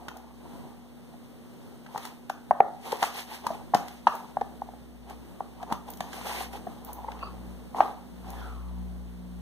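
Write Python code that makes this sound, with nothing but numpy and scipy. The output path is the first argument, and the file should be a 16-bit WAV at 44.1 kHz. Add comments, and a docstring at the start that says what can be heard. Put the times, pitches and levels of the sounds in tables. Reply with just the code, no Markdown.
"""A thin plastic box is pressed, turned and glued on a cloth-covered table in a quiet room.
Throughout, noise makes the air, a steady tone an appliance, multiples of a firing rate an engine outside.
From the start, hands and ribbon rub as slips through resonators, walls pop as decaying modes and creases
tick as noise bursts; the hardest pops come from 2.5 to 4.4 s and at 7.8 s. Gliding noise swishes at 7.2
and 8.4 s, and the engine swells near the end. Two close capsules feed a stereo widener."""
import sys
import numpy as np
from scipy import signal
from scipy.fft import rfft, irfft, next_fast_len
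from scipy.io import wavfile

SR = 44100
rng = np.random.default_rng(int(sys.argv[2]) if len(sys.argv) > 2 else 0)


def generate_wav(signal):
    """Clip the signal to [-1, 1] and save it as 16-bit WAV at the path in sys.argv[1]."""
    frames = np.transpose(np.atleast_2d(signal))
    scaled = np.clip(frames, -1, 1) * 32767
    pcm = np.round(scaled).astype(np.int16)
    wavfile.write(sys.argv[1], SR, pcm)


N = 414977


def from_db(db):
    """Turns dB into a gain."""
    return 10 ** (np.asarray(db) / 20)


def rms_one(x):
    """Scales a signal to an rms of 1."""
    return x / np.sqrt(np.mean(x ** 2) + 1e-20)


def in_time(rows):
    """Joins the rows of a timed table by lines, one curve per column."""
    s, *columns = np.transpose(rows)
    return [np.interp(np.arange(N) / SR, s, column) for column in columns]


def at_hz(points, hz):
    """Reads a curve over frequency, joined by lines on a log pitch axis."""
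    points = np.array(points)
    return np.interp(np.log(hz + 1), np.log(points[:, 0]), points[:, 1])


def drift(rate):
    """Slow chance: random points of spread 1, joined by lines, `rate` points per second."""
    points = rng.standard_normal(4000)
    return np.interp(np.arange(N) * rate / SR, np.arange(len(points)), points)


def add(out, sound, s):
    """Mixes a stereo sound in at s seconds, cut off at the end of the scene."""
    at = round(s * SR)
    out[:, at:at + sound.shape[1]] += sound[:, :N - at]


# Stereo width of spread-out sound. Each row: frequency in Hz, side minus mid in dB.
SIDE_WIDTH = [(40, -7.5), (150, -7.5), (500, -4.5), (780, -6), (1200, 0.5), (16000, -0.5)]


def spread(mid, side, spectrum):
    """Colours two unrelated signals as mid and side of a stereo pair, with the mid at rms 1."""
    size = next_fast_len(len(mid))
    hz = np.arange(size // 2 + 1) * SR / size
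    colour = from_db(at_hz(spectrum, hz))
    side_colour = colour * from_db(at_hz(SIDE_WIDTH, hz))
    mid = irfft(rfft(mid, size) * colour, size)[:len(mid)]
    side = irfft(rfft(side, size) * side_colour, size)[:len(mid)]
    return np.array([mid + side, mid - side]) / np.sqrt(np.mean(mid ** 2))


def uneven_slips(grain_db, lumps_db, lumps_per_s):
    """Dense slips of uneven size, coming in lumps, as two unrelated signals."""
    grain = grain_db * np.minimum(rng.exponential(1, N), 5)
    lumps = lumps_db * drift(lumps_per_s)
    return rng.standard_normal((2, N)) * from_db(grain + lumps)


# Colour of the room air. Each row: frequency in Hz, relative density in dB per Hz.
AIR_COLOUR = [(25, -9), (150, 1), (250, -1), (400, -9.5), (750, -17.5), (1600, -29.5), (3300, -32.5),
              (7000, -40), (8800, -34), (10000, -38.5), (16000, -37)]
AIR_DB = -48


def room_air():
    """The quiet room's air is low-heavy wide noise whose level wanders slowly."""
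    noise = uneven_slips(grain_db=0.9, lumps_db=2.0, lumps_per_s=3.6)
    return from_db(AIR_DB) * spread(*noise, AIR_COLOUR)


# Firing rate of the engine outside. Each row: time in seconds, rate in Hz.
FIRING_RATE = [(0, 63.15), (4.3, 62.7), (7.6, 62.1), (9.41, 60.2)]
# Engine loudness. Each row: time in seconds, drone in dB, third multiple in dB.
ENGINE_LEVELS = [(0, -43.5, -77), (1.7, -57, -74), (4.01, -44.5, -58), (4.2, -58, -56), (4.37, -42.5, -57),
                 (5.2, -36.5, -59), (5.38, -47, -59), (5.57, -40.5, -55), (6.1, -43, -51),
                 (6.5, -32.5, -51), (6.73, -45.5, -50.5), (6.92, -35, -57), (7.16, -32, -50),
                 (7.51, -29, -42), (7.75, -41.5, -56), (8.07, -41, -49), (8.28, -28, -40.5),
                 (8.45, -25, -54), (8.8, -21.5, -34.5), (9.08, -27, -42.5), (9.25, -32, -37),
                 (9.41, -26, -37.5)]
# Make-up of the drone. Each row: multiple of the firing rate, level relative to the drone in dB.
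DRONE_MULTIPLES = [(1, -0.5), (2, -24.5), (4, -34)]


def engine():
    """Low multiples of the firing rate come through the walls; the third swells on its own."""
    (rate_hz,) = in_time(FIRING_RATE)
    drone_db, third_db = in_time(ENGINE_LEVELS)
    turn = 2 * np.pi * np.cumsum(rate_hz) / SR
    drone = sum(from_db(drone_db + level_db) * np.sin(k * turn) for k, level_db in DRONE_MULTIPLES)
    third = from_db(third_db) * np.sin(3 * turn)
    # the drone leans left, the third multiple right
    return np.sqrt(2) * (drone * from_db([[.6], [-.6]]) + third * from_db([[-1.2], [1.2]]))


# Appliance hum. Each row: frequency in Hz, rms level in dB before waver and lean.
HUM_TONES = [(240, -49)]


def hum(waver_db=0.5, lean_db=0.8):
    """The appliance holds a steady pitch, wavering a little in level and leaning left."""
    t = np.arange(N) / SR
    tones = 0
    for hz, level_db in HUM_TONES:
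        tones = tones + from_db(level_db + waver_db * drift(2)) * np.sin(2 * np.pi * hz * t)
    return np.sqrt(2) * tones * from_db([[lean_db], [-lean_db]])


def swell(s, hold_s, rise_db, fade_db):
    """Level in dB at every millisecond: rises to 0, holds and fades, both slopes in dB per second."""
    t = np.arange(0, N / SR + 1, .001) - s
    return rise_db * np.minimum(t, 0) - fade_db * np.maximum(t - hold_s, 0)


def per_sample(gain):
    """Joins a gain given at every millisecond by lines."""
    return np.interp(np.arange(N) / SR * 1000, np.arange(len(gain)), gain)


# Strokes of hands, box and ribbon on cloth. Each row: full pressure from in seconds, hold in seconds,
# hiss in dB, hollow murmur in dB, rise in dB per second, fade in dB per second.
RUBS = [(.04, 0.19, -74, -54.5, 214.5, 88), (.46, 0.2, -81, -54, 159, 70),
        (1.96, 0.018, -56, -46.5, 182, 86), (2.05, 0.011, -49.5, -51, 190, 197),
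        (2.862, 0.08, -48.5, -43, 333, 150), (3.029, 0.023, -38.5, -34.5, 361, 226),
        (3.179, 0.015, -40.5, -45, 228, 278), (3.331, 0.023, -46.5, -44, 190, 216),
        (3.451, 0.092, -55.5, -45, 403, 179), (3.76, 0.0091, -49.5, -42, 900, 130),
        (3.88, 0.059, -58.5, -56.5, 300, 82), (4.085, 0.073, -54.5, -46, 901.5, 93),
        (5.1, 0.012, -59, -46.5, 452, 297), (5.62, 0.018, -64, -44.5, 328, 300),
        (5.72, 0.012, -56, -37.5, 400, 330), (5.884, 0.0084, -57, -47, 600, 200),
        (6.02, 0.12, -58.5, -54, 300, 150), (6.14, 0.053, -49, -47, 400, 100),
        (6.27, 0.16, -43, -44, 247, 243), (6.54, 0.028, -52.5, -45.5, 402, 330),
        (6.699, 0.036, -66, -54, 500, 150), (6.88, 0.013, -59.5, -46.5, 300, 160),
        (6.97, .26, -66.5, -50.5, 300, 54), (7.768, 0.082, -54, -37.5, 700, 151),
        (8.29, 0.17, -60, -50, 168, 82)]
RESTING_HISS_DB, RESTING_MURMUR_DB = -69.5, -70.5   # hands lying on the box


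def strokes():
    """Each stroke raises hiss and murmur gains together above their resting levels."""
    gains = from_db([[RESTING_HISS_DB], [RESTING_MURMUR_DB]])
    for s, hold_s, hiss_db, murmur_db, rise_db, fade_db in RUBS:
        stroke_db = swell(s, hold_s, rise_db, fade_db) + [[hiss_db], [murmur_db]]
        gains = np.hypot(gains, from_db(stroke_db))     # powers add
    return map(per_sample, gains)


def patchy(spectrum, slips_per_s, patch_db, patches_per_s, **unevenness):
    """Separate slips, each ringing one of many small resonances that come and go as the grip shifts."""
    slips = uneven_slips(**unevenness)
    low_hz, high_hz = spectrum[0][0], spectrum[-1][0]
    pitches = 2 ** np.arange(np.log2(low_hz), np.log2(high_hz) + .2, 1 / 3)     # third octaves
    # each sample is dealt to one resonance; numbers past the last stay silent
    dealt = (rng.random(N) * SR / slips_per_s * len(pitches)).astype(int)
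    out = 0
    for k, hz in enumerate(pitches):
        r = np.exp(-np.pi * hz / 4 / SR)    # bandwidth is a quarter of the pitch
        excitation = slips * (dealt == k) * from_db(patch_db * drift(patches_per_s)) + 1e-18
        feedback = [1, -2 * r * np.cos(2 * np.pi * hz / SR), r * r]
        out = out + signal.lfilter([1 - r * r, 0, r * r - 1], feedback, excitation)
    return spread(*out, spectrum)


# Colour of skin and ribbon hissing on cloth. Each row: frequency in Hz, relative density in dB per Hz.
HISS_COLOUR = [(500, -26), (1200, -4.5), (2300, 1.5), (3300, -3), (5000, -5.5), (7000, -10.5), (9000, -9),
               (12000, -8), (15500, -13)]


def rubbing_hiss():
    """Fine, dense slips make the bright side of rubbing."""
    return patchy(HISS_COLOUR, slips_per_s=36000, patch_db=2.0, patches_per_s=32,
                  grain_db=1.0, lumps_db=0.7, lumps_per_s=79)


# Colour of the hollow inside under rubbing. 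Each row: frequency in Hz, relative density in dB per Hz.
HOLLOW_COLOUR = [(150, -14), (400, 1), (600, -4), (780, 5.5), (1050, -1.5), (1500, -20), (2500, -20)]


def hollow_murmur():
    """Sparser, lumpier slips murmur in the hollow of the box."""
    return patchy(HOLLOW_COLOUR, slips_per_s=8000, patch_db=3.0, patches_per_s=27,
                  grain_db=1.8, lumps_db=3.0, lumps_per_s=70)


# Walls buckling or knocked. Each row: start in seconds, level in dB, hollow pitch in Hz,
# table thud relative to that level in dB, length of the push in seconds.
WALL_POPS = [(0.081, -37, 896, 6, 0.0025), (1.139, -44, 780, -14, 0.0027), (1.946, -30, 845, -19, 0.0041),
             (1.959, -22.5, 860, -4, 0.0012), (1.978, -32, 807, -30, 0.0018),
             (2.051, -35.5, 920, -9, 0.0018), (2.299, -22, 790, -24, 0.0018),
             (2.509, -7.5, 739, -17.5, 0.0018), (2.513, -15, 900, -11.5, 0.0013),
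             (2.6027, -5, 781, -23, 0.0042), (2.603, -15.5, 444, -28, .003), (2.921, -27, 870, -16, 0.0083),
             (2.926, -21.5, 475, -17, 0.0052), (3.023, -18, 752, -11.5, 0.0059),
             (3.036, -18.5, 840, -20, 0.0018), (3.039, -22, 920, -17, 0.0022),
             (3.464, -23, 942, -6, 0.0057), (3.503, -24.5, 673, -6, 0.0065), (3.736, -13, 777, -28, 0.0047),
             (3.747, -11, 757, -3, 0.0041), (4.069, -9.5, 930, -12, 0.0022),
             (4.072, -14.5, 720, -15.5, 0.0015), (4.083, -25.5, 1060, -11, 0.0021),
             (4.369, -17.5, 780, -9, 0.0024), (4.411, -21.5, 781, -15, 0.007),
             (4.618, -26, 810, -28, 0.0031), (4.688, -36, 760, -24, 0.0021),
             (4.735, -39.5, 756, -11, 0.0031), (5.107, -34.5, 810, -16, 0.0025),
             (5.405, -24, 805, -31, 0.0027), (5.628, -30, 743, -25, 0.0063),
             (5.712, -27.5, 785, -5, 0.0025), (5.721, -22, 924, 4, 0.0036), (5.887, -36, 745, -18, 0.0033),
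             (6.006, -23, 743, -2, 0.0017), (6.212, -36.5, 1000, 5, 0.0017), (6.308, -37, 973, -14, 0.0092),
             (6.406, -29, 764, -20, 0.0052), (6.667, -30, 716, 1, 0.0072), (6.983, -38, 800, -20, 0.0054),
             (7.037, -38, 850, -14, 0.011), (7.079, -32, 884, -9, 0.011), (7.225, -33, 1106, -23, 0.0091),
             (7.746, -25.5, 790, -29, 0.002), (7.805, -4.5, 794, -30, .0015)]
# Modes of the box. Each row: ratio to the hollow pitch, relative level in dB, share of the ring's T60.
BOX_MODES = [(1, 0.5, 1), (1.176, -7, 0.4), (0.6, -10.5, 0.62), (0.454, -18.5, 1), (1.56, -21.5, 0.13),
             (2.317, -26.5, 0.81), (2.62, -24, 0.14)]
RING_T60_S = 0.017


def pops(lag_s=.00008, thud_hz=190, thud_t60=0.019, chance_db=3.0, detune=0.039, lean_db=-1.8):
    """A push rings the box's modes, bent differently each time, and thuds into the table."""
    out = np.zeros((2, N))
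    luck = rng.standard_normal((len(WALL_POPS), len(BOX_MODES), 2))
    t = np.maximum(np.arange(4000) / SR - np.array([[0], [lag_s]]), 0)     # right capsule hears it later
    for (s, level_db, hz, thud_db, push_s), row in zip(WALL_POPS, luck):
        free = np.maximum(t - push_s, 0)      # the ring grows under the push and dies after it
        ring = from_db(thud_db - 60 * free / thud_t60) * np.sin(2 * np.pi * thud_hz * t)
        for (ratio, mode_db, share), (chance, bend) in zip(BOX_MODES, row):
            varies = ratio != 1               # the main mode keeps its pitch and level
            decay_db = 60 * free / (RING_T60_S * share)
            gain = from_db(mode_db + chance_db * chance * varies - decay_db)
            mode_hz = hz * ratio * (1 + detune * bend * varies)
            ring = ring + gain * np.sin(2 * np.pi * mode_hz * t)
        push = np.sin(np.pi / 2 * np.minimum(t / push_s, 1))
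        add(out, from_db(level_db) * push * ring * from_db([[lean_db], [-lean_db]]), s)
    return out


# Creases and ribbon ticking. Each row: start in seconds, level in dB, dullness in dB per octave.
CREASE_TICKS = [(0.0826, -32.5, 8), (0.169, -39.5, -1), (1.862, -49.5, 11), (1.976, -29, 4),
                (2.051, -30, 3), (2.2956, -29, 6.5), (2.919, -24.5, 4.5), (2.968, -36, 2),
                (3.026, -19.5, 6.5), (3.466, -25, 4.5), (3.745, -19, 6), (3.881, -33, 4.5),
                (4.07, -29.5, 13.5), (4.152, -35.5, -9), (4.41, -42, 9.5), (5.097, -39, 4),
                (5.6272, -39.5, 6), (5.723, -25.5, 3.5), (5.902, -33.5, -11), (5.935, -35.5, 0),
                (5.971, -37, -2), (6.0042, -27.5, 6), (6.1299, -33, 6), (6.53, -37, 5), (6.847, -37, -11),
                (6.93, -32, -11), (7.117, -41.5, 8.5), (7.19, -50.5, 11.5), (7.806, -38.5, 14),
                (8.302, -35.5, -3)]
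TICK_T60_S, TICK_RISE_S = 0.022, 0.0025     # T60 at zero dullness
DULL_DB_DOUBLES_TICK = 18.5                 # duller ticks last longer


def ticks():
    """Each tick is a burst of tiny slips that dies at once, tilted by its dullness."""
    out = np.zeros((2, N))
    t = np.arange(2048) / SR
    noise = rng.standard_normal((len(CREASE_TICKS), 2, len(t)))
    hz = np.arange(len(t) + 1) * SR / 2 / len(t)
    low_cut_db = 8.1 * np.log2(np.maximum(1500 / (hz + 1), 1))
    for (s, level_db, dull_db), burst in zip(CREASE_TICKS, noise):
        tilt_db = dull_db * np.log2(np.maximum(hz, 1500) / 6000)
        burst = irfft(rfft(burst, 2 * len(t)) * from_db(-tilt_db - low_cut_db))[:, :len(t)]
        t60_s = TICK_T60_S * 2 ** (dull_db / DULL_DB_DOUBLES_TICK)
        rise = np.minimum(t / TICK_RISE_S, 1)
        add(out, from_db(level_db - 60 * t / t60_s) * rise * burst, s)
    return out


# Decay of the room. 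Each row: frequency in Hz, T60 in seconds.
ROOM_DECAY = [(100, 0.23), (800, 0.43), (12000, 0.27)]
# Colour of the echoes. Each row: frequency in Hz, relative level in dB.
ECHO_COLOUR = [(450, -0.5), (780, -9.5), (1100, 3), (1600, -1.5), (4000, 0.5)]
ROOM_DB, ROOM_GAP_S = -7.5, 0.0045      # echoes fade in around the end of the gap


def room(x):
    """Echoes are noise that dies octave by octave, after a short gap."""
    t = np.arange(SR // 2) / SR
    white, tail = rng.standard_normal((2, len(t))), 0
    for hz in 90 * 2. ** np.arange(8):
        band = signal.butter(2, [hz / np.sqrt(2), hz * np.sqrt(2)], "band", fs=SR, output="sos")
        tail = tail + signal.sosfilt(band, white) * from_db(-60 * t / at_hz(ROOM_DECAY, hz))
    tail = tail * np.clip(t / ROOM_GAP_S - .5, 0, 1)
    tail = spread(*tail, ECHO_COLOUR) / np.sqrt(len(t))
    return signal.fftconvolve(tail, x.mean(axis=0, keepdims=True))[:, :N]


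# Skin sliding with a narrow swish. Each row: loudest at in seconds, level there in dB, centre there in Hz,
# glide in Hz per second, rise in dB per second, fade in dB per second.
SKIN_SWISHES = [(7.262, -47, 1170, 300, 300, 280), (7.229, -46, 2630, 1, 600, 248),
                (7.24, -54, 4576, -2, 500, 200), (8.371, -55, 1750, -3000, 500, 150),
                (8.41, -56, 3390, 1, 250, 300), (8.431, -50, 1414, -1500, 300, 33)]


def swishes(width_hz=250):
    """Sliding skin makes noise in a narrow band whose centre glides."""
    out = np.zeros((2, N))
    t = np.arange(-.2 * SR, .6 * SR) / SR      # zero at the loudest moment
    band = signal.butter(2, width_hz / 2, fs=SR, output="sos")
    for s, level_db, hz, glide, rise_db, fade_db in SKIN_SWISHES:
        slow = rms_one(signal.sosfilt(band, rng.standard_normal((2, 2, len(t)))))
        turn = 2 * np.pi * (hz * t + glide * t ** 2 / 2)
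        gain = from_db(level_db + rise_db * np.minimum(t, 0) - fade_db * np.maximum(t, 0))
        add(out, gain * (slow[0] * np.cos(turn) + slow[1] * np.sin(turn)), s + t[0])
    return out


def scene():
    """Mixes box, hands, room and street; only pops and ticks feed the echoes."""
    background = room_air() + engine() + hum()
    hiss_gain, murmur_gain = strokes()
    rubbing = hiss_gain * rubbing_hiss() + murmur_gain * hollow_murmur()
    hits = pops() + ticks()
    return background + rubbing + hits + from_db(ROOM_DB) * room(hits) + swishes()


CROSS_GAIN, CROSS_LAG_S = 0.94, 0.0003815
CROSS_DULL = 0.57       # one-pole lowpass feedback
CUTOFF_HZ = 15500


def record(dry):
    """The widener subtracts the other side, delayed and dulled; peaks are rounded and the top is cut."""
    size = next_fast_len(N + 999)
    turn = 2 * np.pi * np.arange(size // 2 + 1) / size
    delay = np.exp(-1j * turn * CROSS_LAG_S * SR)
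    dulling = (1 - CROSS_DULL) / (1 - CROSS_DULL * np.exp(-1j * turn))
    other_side = irfft(rfft(dry[::-1], size) * CROSS_GAIN * delay * dulling, size)[:, :N]
    wide = dry - other_side
    rounded = wide / (1.15 * np.abs(wide) ** 4 + 1) ** .25
    return signal.sosfilt(signal.ellip(8, 1, 60, CUTOFF_HZ, fs=SR, output="sos"), rounded)


dry = scene()
out = record(dry)
generate_wav(out)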